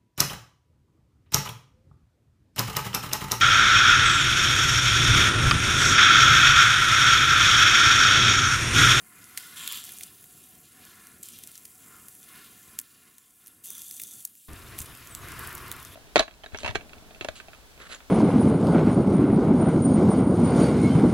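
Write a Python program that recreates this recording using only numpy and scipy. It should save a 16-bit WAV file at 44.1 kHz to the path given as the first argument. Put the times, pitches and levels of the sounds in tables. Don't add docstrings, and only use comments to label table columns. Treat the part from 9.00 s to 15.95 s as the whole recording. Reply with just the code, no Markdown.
import sys
import numpy as np
from scipy import signal
from scipy.fft import rfft, irfft, next_fast_len
from scipy.io import wavfile
from scipy.ndimage import uniform_filter1d

SR = 44100
rng = np.random.default_rng(int(sys.argv[2]) if len(sys.argv) > 2 else 0)


def store_pcm(level_fs):
    pcm = np.round(np.clip(level_fs, -1, 1) * 32767).astype(np.int16)
    wavfile.write(sys.argv[1], SR, np.atleast_2d(pcm).T)


def amplitude_ratio(level_db):
    exponent = np.asarray(level_db, float) / 20
    return 10 ** exponent


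N = 306476
T = np.arange(N) / SR
HZ = np.fft.rfftfreq(next_fast_len(N), 1 / SR)
CUT_S = 5.484
ECHO_S, ECHO_SHARE, ECHO_TOP_HZ = 0.002861, 0.54, 5100


def evened(x):
    return x / np.sqrt(np.mean(x ** 2) + 1e-20)


def read(points, hz):
    f, value = np.transpose(points)
    return np.interp(np.log(hz + 1), np.log(f + 1), value)


def add(mix, s, sound):
    part = mix[round(s * SR):][:len(sound)]
    part += sound[:len(part)]


def filtered(x, gain):
    size = next_fast_len(N)
    return irfft(rfft(x, size) * gain, size)[..., :N]


def closed(points):
    return amplitude_ratio(read(points, HZ)) * (HZ > points[0][0]) * (HZ < points[-1][0])


def ground(share):
    dullness = 1 + (HZ / ECHO_TOP_HZ) ** 2
    return 1 + share * np.exp(-2j * np.pi * HZ * ECHO_S) / dullness


def flicker(width_s):
    size = max(2, round(width_s * SR))
    smooth = uniform_filter1d(rng.standard_normal(N), size)
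    return evened(uniform_filter1d(smooth, size))


def bubbles(per_s, spread_db):
    excess = np.minimum(rng.exponential(1, N), 3)
    size = amplitude_ratio(spread_db * excess) * rng.choice([-1., 1.], N)
    return size * (rng.random(N) < per_s / SR)


def resonate(x, hz, width):
    turn = np.exp(2j * np.pi * np.cumsum(hz * np.ones(len(x))) / SR)
    r = np.exp(-np.pi * width / SR)
    smooth = signal.lfilter([1], [1, -2 * r, r * r], x / turn)
    return evened((turn * smooth).real)


def patchy(x, patch_db, frames, bins):
    z = signal.stft(x, nperseg=512, noverlap=384)[2]
    field = rng.standard_normal(z.shape[-2:])
    field = uniform_filter1d(field, size=round(bins), axis=0)
    field = uniform_filter1d(field, size=round(frames), axis=1)
    return signal.istft(z * amplitude_ratio(patch_db * evened(field)), nperseg=512, noverlap=384)[1][..., :N]


# (frequency [Hz], correlation [0-1])
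NEAR_LIKENESS = [(60, 0.97), (380, 0.98), (2380, 0.99), (15000, 1.0)]
WIDE_LIKENESS = [(60, 0.85), (180, 0.84), (550, 0.98), (1650, 0.95), (4970, 0.75), (15000, 0.93)]
# (frequency [Hz], left minus right [dB])
WIDE_BALANCE = [(60, 0.5), (380, 0.5), (2380, 2), (15000, -3)]


def spread(points, patchy_db, patch_s, near_echo=0.):
    a, b = rng.standard_normal((2, N))
    views = []
    near = (NEAR_LIKENESS, 0 * HZ, near_echo)
    wide = (WIDE_LIKENESS, read(WIDE_BALANCE, HZ), 0.24 * near_echo)
    for likeness, left_db, echo in (near, wide):
        c = np.clip(read(likeness, HZ), 0, 1)
        mid, side = np.sqrt((1 + c) / 2), np.sqrt((1 - c) / 2)
        colour = closed(points) * ground(echo) * amplitude_ratio(np.array([left_db, -left_db]) / 2)
        shared = filtered(a, colour * mid)
        opposed = filtered(b, colour * side) * [[1], [-1]]
        views.append(evened(shared + opposed))
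    return np.where(T < CUT_S, *views) * amplitude_ratio(patchy_db * flicker(patch_s))


# (frequency [Hz], density [dB per Hz])
DRAUGHT_COLOUR = [(12, -39), (25, -19.5), (91, -2.5), (205, 2), (380, -8.5), (480, -9.5), (590, -16.5),
                  (760, -15.5), (900, -39)]
# (frequency [Hz], density [dB per Hz])
WIND_COLOUR = [(12, -47), (20, -12.5), (75, 1.5), (123, -0.5), (176, -10.5), (375, -9.5), (602, -20.5),
               (675, -14), (835, -22), (1000, -15.5), (1300, -19), (2200, -120)]
# (time [s], level [dB], frequency [Hz])
GUST_THUMPS = [
    (5.488, -32.5, 71.6),
    (5.535, -32, 77),
    (5.806, -30, 95),
]


def air(gain):
    near = spread(DRAUGHT_COLOUR, patchy_db=1.94, patch_s=0.058, near_echo=.5 * ECHO_SHARE)
    hollow_db = -11.5 - 0.9 * T + 2.8 * flicker(0.07)
    near += amplitude_ratio(hollow_db) * resonate(rng.standard_normal(N), hz=739, width=56)
    wind = spread(WIND_COLOUR, patchy_db=1.5, patch_s=0.025)
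    thumps, t = np.zeros(N), np.arange(4000) / SR
    for s, db, hz in GUST_THUMPS:
        add(thumps, s, -np.sin(2 * np.pi * hz * t) * amplitude_ratio(db - 60 * t / 0.051))
    return gain * np.where(T < CUT_S, near, wind) + thumps


# (frequency [Hz], density [dB per Hz])
STEAM_COLOUR = [(600, -45), (900, -7), (1100, -1), (1400, 0.5), (2000, -2.5), (2600, -5.5), (3200, -13)]


def steam(gain):
    hiss = spread(STEAM_COLOUR, patchy_db=.8, patch_s=.03, near_echo=ECHO_SHARE)
    return gain * patchy(hiss, patch_db=1.27, frames=27, bins=4)


# (frequency [Hz], density [dB per Hz])
VENT_COLOUR = [(1290, -43), (2200, -8), (2630, -0.5), (3480, 1.5), (4750, -3.5), (5600, -3), (7280, -10.5),
               (12300, -120)]
# (time [s], level [dB], pocket resonance [Hz])
STEAM_JETS = [
    [(0.56, -45, 3290), (0.754, -43.5, 3308), (0.86, -55, 3298)],
    [(4.64, -64, 3482), (4.7, -55.5, 3493), (4.826, -59.5, 3460), (4.95, -63, 3540), (5.078, -58, 3540),
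     (5.24, -72, 3460)],
]
# (time [s], level [dB], pocket resonance [Hz])
STEAM_PUFFS = [
    [(.1, -68, 1350), (.3, -61, 1430), (.55, -56, 1420)],
    [(2.84, -69, 1360), (2.95, -61, 1320), (3.08, -69, 1340)],
    [(6.2, -66, 1390), (6.45, -54.5, 1370), (6.85, -56, 1310)],
]
# (bandwidth [Hz], second resonance [ratio], its level [dB])
SKIN_POCKETS = [
    (900, 2.23, -4),
    (400, 1.74, 1),
    (246, 1.425, -1),
    (297, 0.89, -7),
    (348, 0.84, 1),
]


def vent(gain):
    seep = spread(VENT_COLOUR, patchy_db=1.8, patch_s=0.013, near_echo=ECHO_SHARE)
    out = gain * amplitude_ratio(1.2) * patchy(seep, patch_db=1.5, frames=50, bins=6)
    sputter = rng.standard_normal(N) + 1.8 * evened(bubbles(per_s=1100, spread_db=5.0))
    for rows, (width_hz, upper, upper_db) in zip(STEAM_JETS + STEAM_PUFFS, SKIN_POCKETS):
        s, db, hz = np.transpose(rows)
        on = slice(round(s[0] * SR), round(s[-1] * SR))
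        hz = np.interp(T[on], s, hz)
        rings = resonate(sputter[on], hz, width_hz)
        rings = rings + amplitude_ratio(upper_db) * resonate(sputter[on], upper * hz, width_hz)
        out[:, on] += amplitude_ratio(np.interp(T[on], s, db)) * rings * signal.windows.tukey(len(hz), .1)
    return out


# (time [s], frequency [Hz], level [dB])
SLIT_WHISTLES = [
    [(6.097, 9101, -66), (6.105, 8885, -54), (6.113, 8660, -47), (6.118, 8400, -56)],
    [(6.114, 7950, -57), (6.123, 7960, -46), (6.139, 7900, -59), (6.165, 7800, -54), (6.185, 7420, -51)],
    [(6.214, 6500, -62), (6.222, 6600, -52), (6.232, 6500, -65)],
]


def squeak():
    out = np.zeros(N)
    for rows in SLIT_WHISTLES:
        s, hz, db = np.transpose(rows)
        t = np.arange(s[0], s[-1], 1 / SR)
        phase = 2 * np.pi * np.cumsum(np.interp(t, s, hz)) / SR
        tone = np.sin(phase) * amplitude_ratio(np.interp(t, s, db))
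        add(out, s[0], np.sqrt(2) * tone * signal.windows.tukey(len(t), .3))
    return out


# (time [s], peak [dB], thud relative to crack [dB],
# length [ms], crack centre [Hz])
LARGE_BURSTS = [(0.3753, -14.5, -8.5, 0.68, 7360), (.378, -26, -13, 4.8, 9500), (.676, -19, -4.5, 1.7, 8800),
                (.724, -18.5, -19, 0.75, 11800), (0.7313, -29, -9, 1.6, 10000),
                (0.774, -23.5, -15, 0.46, 10800), (0.892, -27, -11, 1.3, 12300),
                (1.0095, -26.5, -6, 0.87, 12000), (1.0335, -22.5, -23, 3.1, 7500),
                (1.2416, -33, -14, .5, 10900), (2.2296, -26, -20, 1.7, 10200),
                (2.437, -28, -13.5, 0.93, 8400), (2.5553, -28.5, -18, .7, 8300),
                (2.653, -28.5, -19, 2.8, 8700), (3.084, -27, -24, 1.1, 10300), (3.789, -12.5, -16, 1, 9700),
                (3.798, -24, -24, 1.1, 9500), (4.183, -31, -16.5, 0.4, 9300), (4.471, -28, -21, 0.36, 10900),
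                (4.911, -21.5, -22, 0.32, 8640), (4.997, -28, -8, 3.5, 10400),
                (5.018, -14.5, -27, .25, 11400), (5.2516, -13.5, -42, 1.12, 10200),
                (5.789, -16, -15, 0.2, 11000),
    (5.8161, -27.5, -11, 6, 10500),
    (6.1502, -18.5, -13.5, 0.34, 10200),
    (6.3935, -21.5, -16, 0.29, 10300),
    (6.5507, -23, -28, 2.1, 12200),
    (6.7158, -16.5, -10.5, 0.59, 12800),
    (6.7236, -28.5, -26, 2.8, 12100),
]
# (time [s], peak [dB])
SMALL_BURSTS = [(.242, -31.5), (.689, -21), (.84, -25), (0.9203, -25), (0.986, -26), (1.0267, -31),
                (1.8517, -32), (2.0702, -31.5), (2.2333, -25), (2.287, -27), (2.3354, -34), (2.3885, -27.5),
                (2.474, -26), (2.517, -32), (2.578, -29.5), (3.1518, -33.5), (3.23, -35), (3.2891, -32),
                (3.3601, -37), (3.8144, -27), (4.462, -36), (4.4801, -31), (4.6584, -27), (4.7043, -20.5),
                (4.7515, -23), (4.7817, -25), (4.819, -25), (4.9686, -34), (5.0362, -21), (5.111, -27.5),
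                (5.139, -30), (5.2091, -33), (5.2745, -32), (5.3532, -34), (5.5332, -31),
                     (5.8041, -22), (5.8596, -31.5), (5.9513, -33), (5.973, -35), (6.0728, -29),
                     (6.2858, -30), (6.32, -26.5), (6.474, -22.5), (6.4936, -30), (6.5285, -26),
                     (6.5798, -28), (6.681, -30.5), (6.765, -30), (6.8008, -34), (6.8286, -24),
                     (6.8503, -26), (6.9266, -44)]


def pops():
    leak_s, leak_db = .003, -25.5
    left, right, t = np.zeros(N), np.zeros(N), np.arange(1500) / SR - leak_s
    ticks = SMALL_BURSTS
    rows = [(*row, -2.5) for row in LARGE_BURSTS]
    for (s, db), (u, v) in zip(ticks, rng.standard_normal((len(ticks), 2))):
        crack_hz = 10300 * np.exp(0.15 * np.clip(u, -2, 2))
        rows.append((s, db, -22.5, 0.48, crack_hz, 3.5 * v))
    noise = rng.standard_normal((len(rows), 4, 1500))
    low = signal.butter(4, [1800, 4100], "band", fs=SR)
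    for (s, db, thud_db, ms, hz, pan_db), (a, b, c, d) in zip(rows, noise):
        high = signal.butter(2, [0.67 * hz, 1.494 * hz], "band", fs=SR)
        burst = np.exp(-(t / (max(ms, .2) / 1000)) ** 2 * 0.43) * (t >= 0)
        crack = signal.lfilter(*high, a * burst * amplitude_ratio(2.5 * d))
        spray_gain = amplitude_ratio(np.where(t < 0, leak_db, -19 - 60 * t / 0.046))
        spray = signal.lfilter(*high, b * amplitude_ratio(3.15 * d) * spray_gain)
        bright = crack / abs(crack).max() + spray
        thud_tail = amplitude_ratio(np.where(t < 0, leak_db, -19 - 60 * t / 0.018))
        thud = signal.lfilter(*low, c * (burst + thud_tail))
        sound = amplitude_ratio(db) * (bright / abs(bright).max() + amplitude_ratio(thud_db) * thud / abs(thud).max())
        pan_db = pan_db * (s > 6.05)
        add(left, s - leak_s - .0001, sound * amplitude_ratio(pan_db / 2))
        add(right, s - leak_s - .0001, sound * amplitude_ratio(-pan_db / 2))
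    return filtered(np.array([left, right]), ground(0.17))


# (frequency [Hz], density [dB per Hz])
FIZZ_COLOUR = [(2650, -46), (4500, -9), (5850, -10.5), (7410, 0), (8190, -2), (10800, 4.5), (15100, -3),
               (15800, -2)]
# (frequency [Hz], density [dB per Hz])
SPIT_COLOUR = [(2820, -53), (4800, -14.5), (5330, -31), (5860, -3.5), (6770, -4), (7940, -3), (9090, -3),
               (11800, -4.5), (15800, -8.5)]


def fizz(gain, share):
    hiss = evened(filtered(rng.standard_normal(N), closed(FIZZ_COLOUR))) * amplitude_ratio(1.0 * flicker(0.005))
    hiss = patchy(hiss, patch_db=1.75, frames=50, bins=12)
    spit_colour = closed(SPIT_COLOUR)
    spit = evened(filtered(rng.standard_normal(N), spit_colour)) * amplitude_ratio(0.89 * flicker(0.0043))
    grains = np.zeros(N)
    for hz in np.geomspace(7000, 14000, num=4):
        band = np.exp(-(np.log((HZ + 1) / hz) / 0.95) ** 2)
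        grains += evened(filtered(bubbles(per_s=200, spread_db=13.0), spit_colour * band)) / 2
    clicks = .65 * spit + .8 * grains
    return gain * (np.sqrt(1 - share) * hiss + np.sqrt(share) * clicks)


def curve(rows):
    return amplitude_ratio(2 * np.interp(T, *np.transpose(rows)))


# (middle [s], half length [s], level [dB], vent relative to it [dB])
STEAM_SWELLS = [(0.112, 0.14, -60, -18), (0.387, .14, -58.5, -3), (0.603, 0.049, -50, -14),
                (0.697, .05, -50.5, -12), (0.767, 0.033, -52, -8), (0.894, 0.082, -61.5, 0),
                (1.053, 0.11, -65.5, 4), (1.498, 0.29, -86, 15), (1.882, 0.11, -59.5, -1.5),
                (2.043, 0.11, -59.5, -11), (2.4, 0.32, -68, -2), (2.94, .1, -60, -8.5),
                (3.362, 0.07, -56, -5), (3.477, 0.16, -62.5, -0.5), (3.736, 0.069, -60, -7.5),
                (3.997, 0.19, -65.5, -4), (4.492, 0.082, -68, -4.5), (4.75, 0.075, -61, -7),
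                (4.997, 0.074, -72, 0), (5.208, 0.078, -74, 6), (5.738, 0.082, -55.5, -11),
                (6.282, .08, -48.5, -23), (6.436, .12, -44.5, -13), (6.673, 0.11, -48.5, -11.5)]


def swelling():
    out = np.zeros((2, N))
    for s, half, db, vent_db in STEAM_SWELLS:
        out += amplitude_ratio(2 * db) * np.exp(-((T - s) / half) ** 2) * amplitude_ratio([[0], [2 * vent_db]])
    return out


# (start [s], length [s], level [dB], change over burst [dB], vent relative to it [dB])
FAT_SPITS = [
    (0.368, 0.17, -48, -4.5, -5),
    (0.558, 0.23, -47, 4.5, -5),
    (0.844, .21, -48, -2.5, -7),
    (2.237, 0.36, -50, -10.5, -6),
    (4.64, .025, -41, -6, -21),
    (4.637, 0.58, -45.5, -2, -20),
    (5.781, 0.064, -39.5, -13, -15),
    (6.28, 0.38, -55, -1, -8),
    (6.404, 0.091, -49.5, -3, -6),
]


def spitting():
    out = np.zeros((2, N))
    for start, length, db, sag_db, vent_db in FAT_SPITS:
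        t = np.maximum(T - start, 0)
        shape_db = 0.5 * np.exp(-t / 0.027) + sag_db * np.minimum(t / length, 1)
        shape_db -= 250 * np.maximum(t - length, 0)
        rise = np.minimum(t / 0.0029, 1)
        out += rise * amplitude_ratio(2 * (db + shape_db)) * amplitude_ratio([[0], [2 * vent_db]])
    return out


# (time [s], level [dB])
DRAUGHT_LEVEL = [(0, -69), (.45, -64.5), (1.5, -62), (2.25, -65), (3.2, -62.5), (3.78, -66), (3.86, -72.5),
                 (4.6, -69.5), (5.15, -63.5), (5.27, -71.5), (5.47, -77.5)]
# (time [s], level [dB])
WIND_LEVEL = [(5.484, -44), (5.6, -51.5), (5.77, -47), (5.97, -49), (6.05, -52), (6.32, -45), (6.58, -48),
              (6.71, -46.5), (6.95, -51)]
# (time [s], level [dB])
SIMMER_LEVEL = [(0, -58.5), (.24, -55), (1.13, -54.5), (1.45, -54), (1.69, -56.5), (2.2, -56.5),
                (2.72, -54.5), (3.2, -53.5), (3.66, -54.5), (3.85, -58), (4.2, -61.5), (4.36, -60),
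                (4.51, -59), (4.62, -62), (5.28, -57.5), (5.43, -55.5), (5.7, -53.5), (6.95, -53.5)]


def levels():
    near, simmer, draught = T < CUT_S, curve(SIMMER_LEVEL), curve(DRAUGHT_LEVEL)
    (spit, spit_vent), (swell, swell_vent) = spitting(), swelling()
    fat = simmer + spit + near * swell * amplitude_ratio(2 * -3.5)
    seep = simmer * amplitude_ratio(2 * np.where(near, -15.5, -4.5)) + spit_vent + swell_vent
    mist = np.where(near, draught * amplitude_ratio(2 * -6), amplitude_ratio(2 * -54)) + swell
    lifted = draught + np.minimum(swell * amplitude_ratio(2 * -4), draught)
    flow = np.where(near, lifted, curve(WIND_LEVEL))
    calm, busy = 0.2, 0.51
    muffled = fat + swell * amplitude_ratio(2 * 13)
    share = np.clip(calm + (busy - calm) * spit / muffled, 0, 1)
    return *np.sqrt([fat, seep, mist, flow]), share


def scene():
    fat, seep, mist, flow, share = levels()
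    return air(flow) + steam(mist) + vent(seep) + squeak() + pops() + fizz(fat, share)


def roll_off(x):
    return signal.sosfilt(signal.butter(12, 16990, fs=SR, output="sos"), x)


def record(dry):
    edge_hz, top_hz = 15850, 16800
    strong = uniform_filter1d(abs(dry[0]), size=20) > amplitude_ratio(-26)
    loud = uniform_filter1d(1. * strong, size=60) > 0
    top = filtered(dry, HZ > edge_hz) * uniform_filter1d(1. * loud, size=120)
    top = amplitude_ratio(-13) * filtered(top, (HZ > edge_hz) * (HZ < top_hz))
    mix = filtered(dry, HZ < edge_hz) + top
    return roll_off(mix)


dry = scene()
out = record(dry)
store_pcm(out)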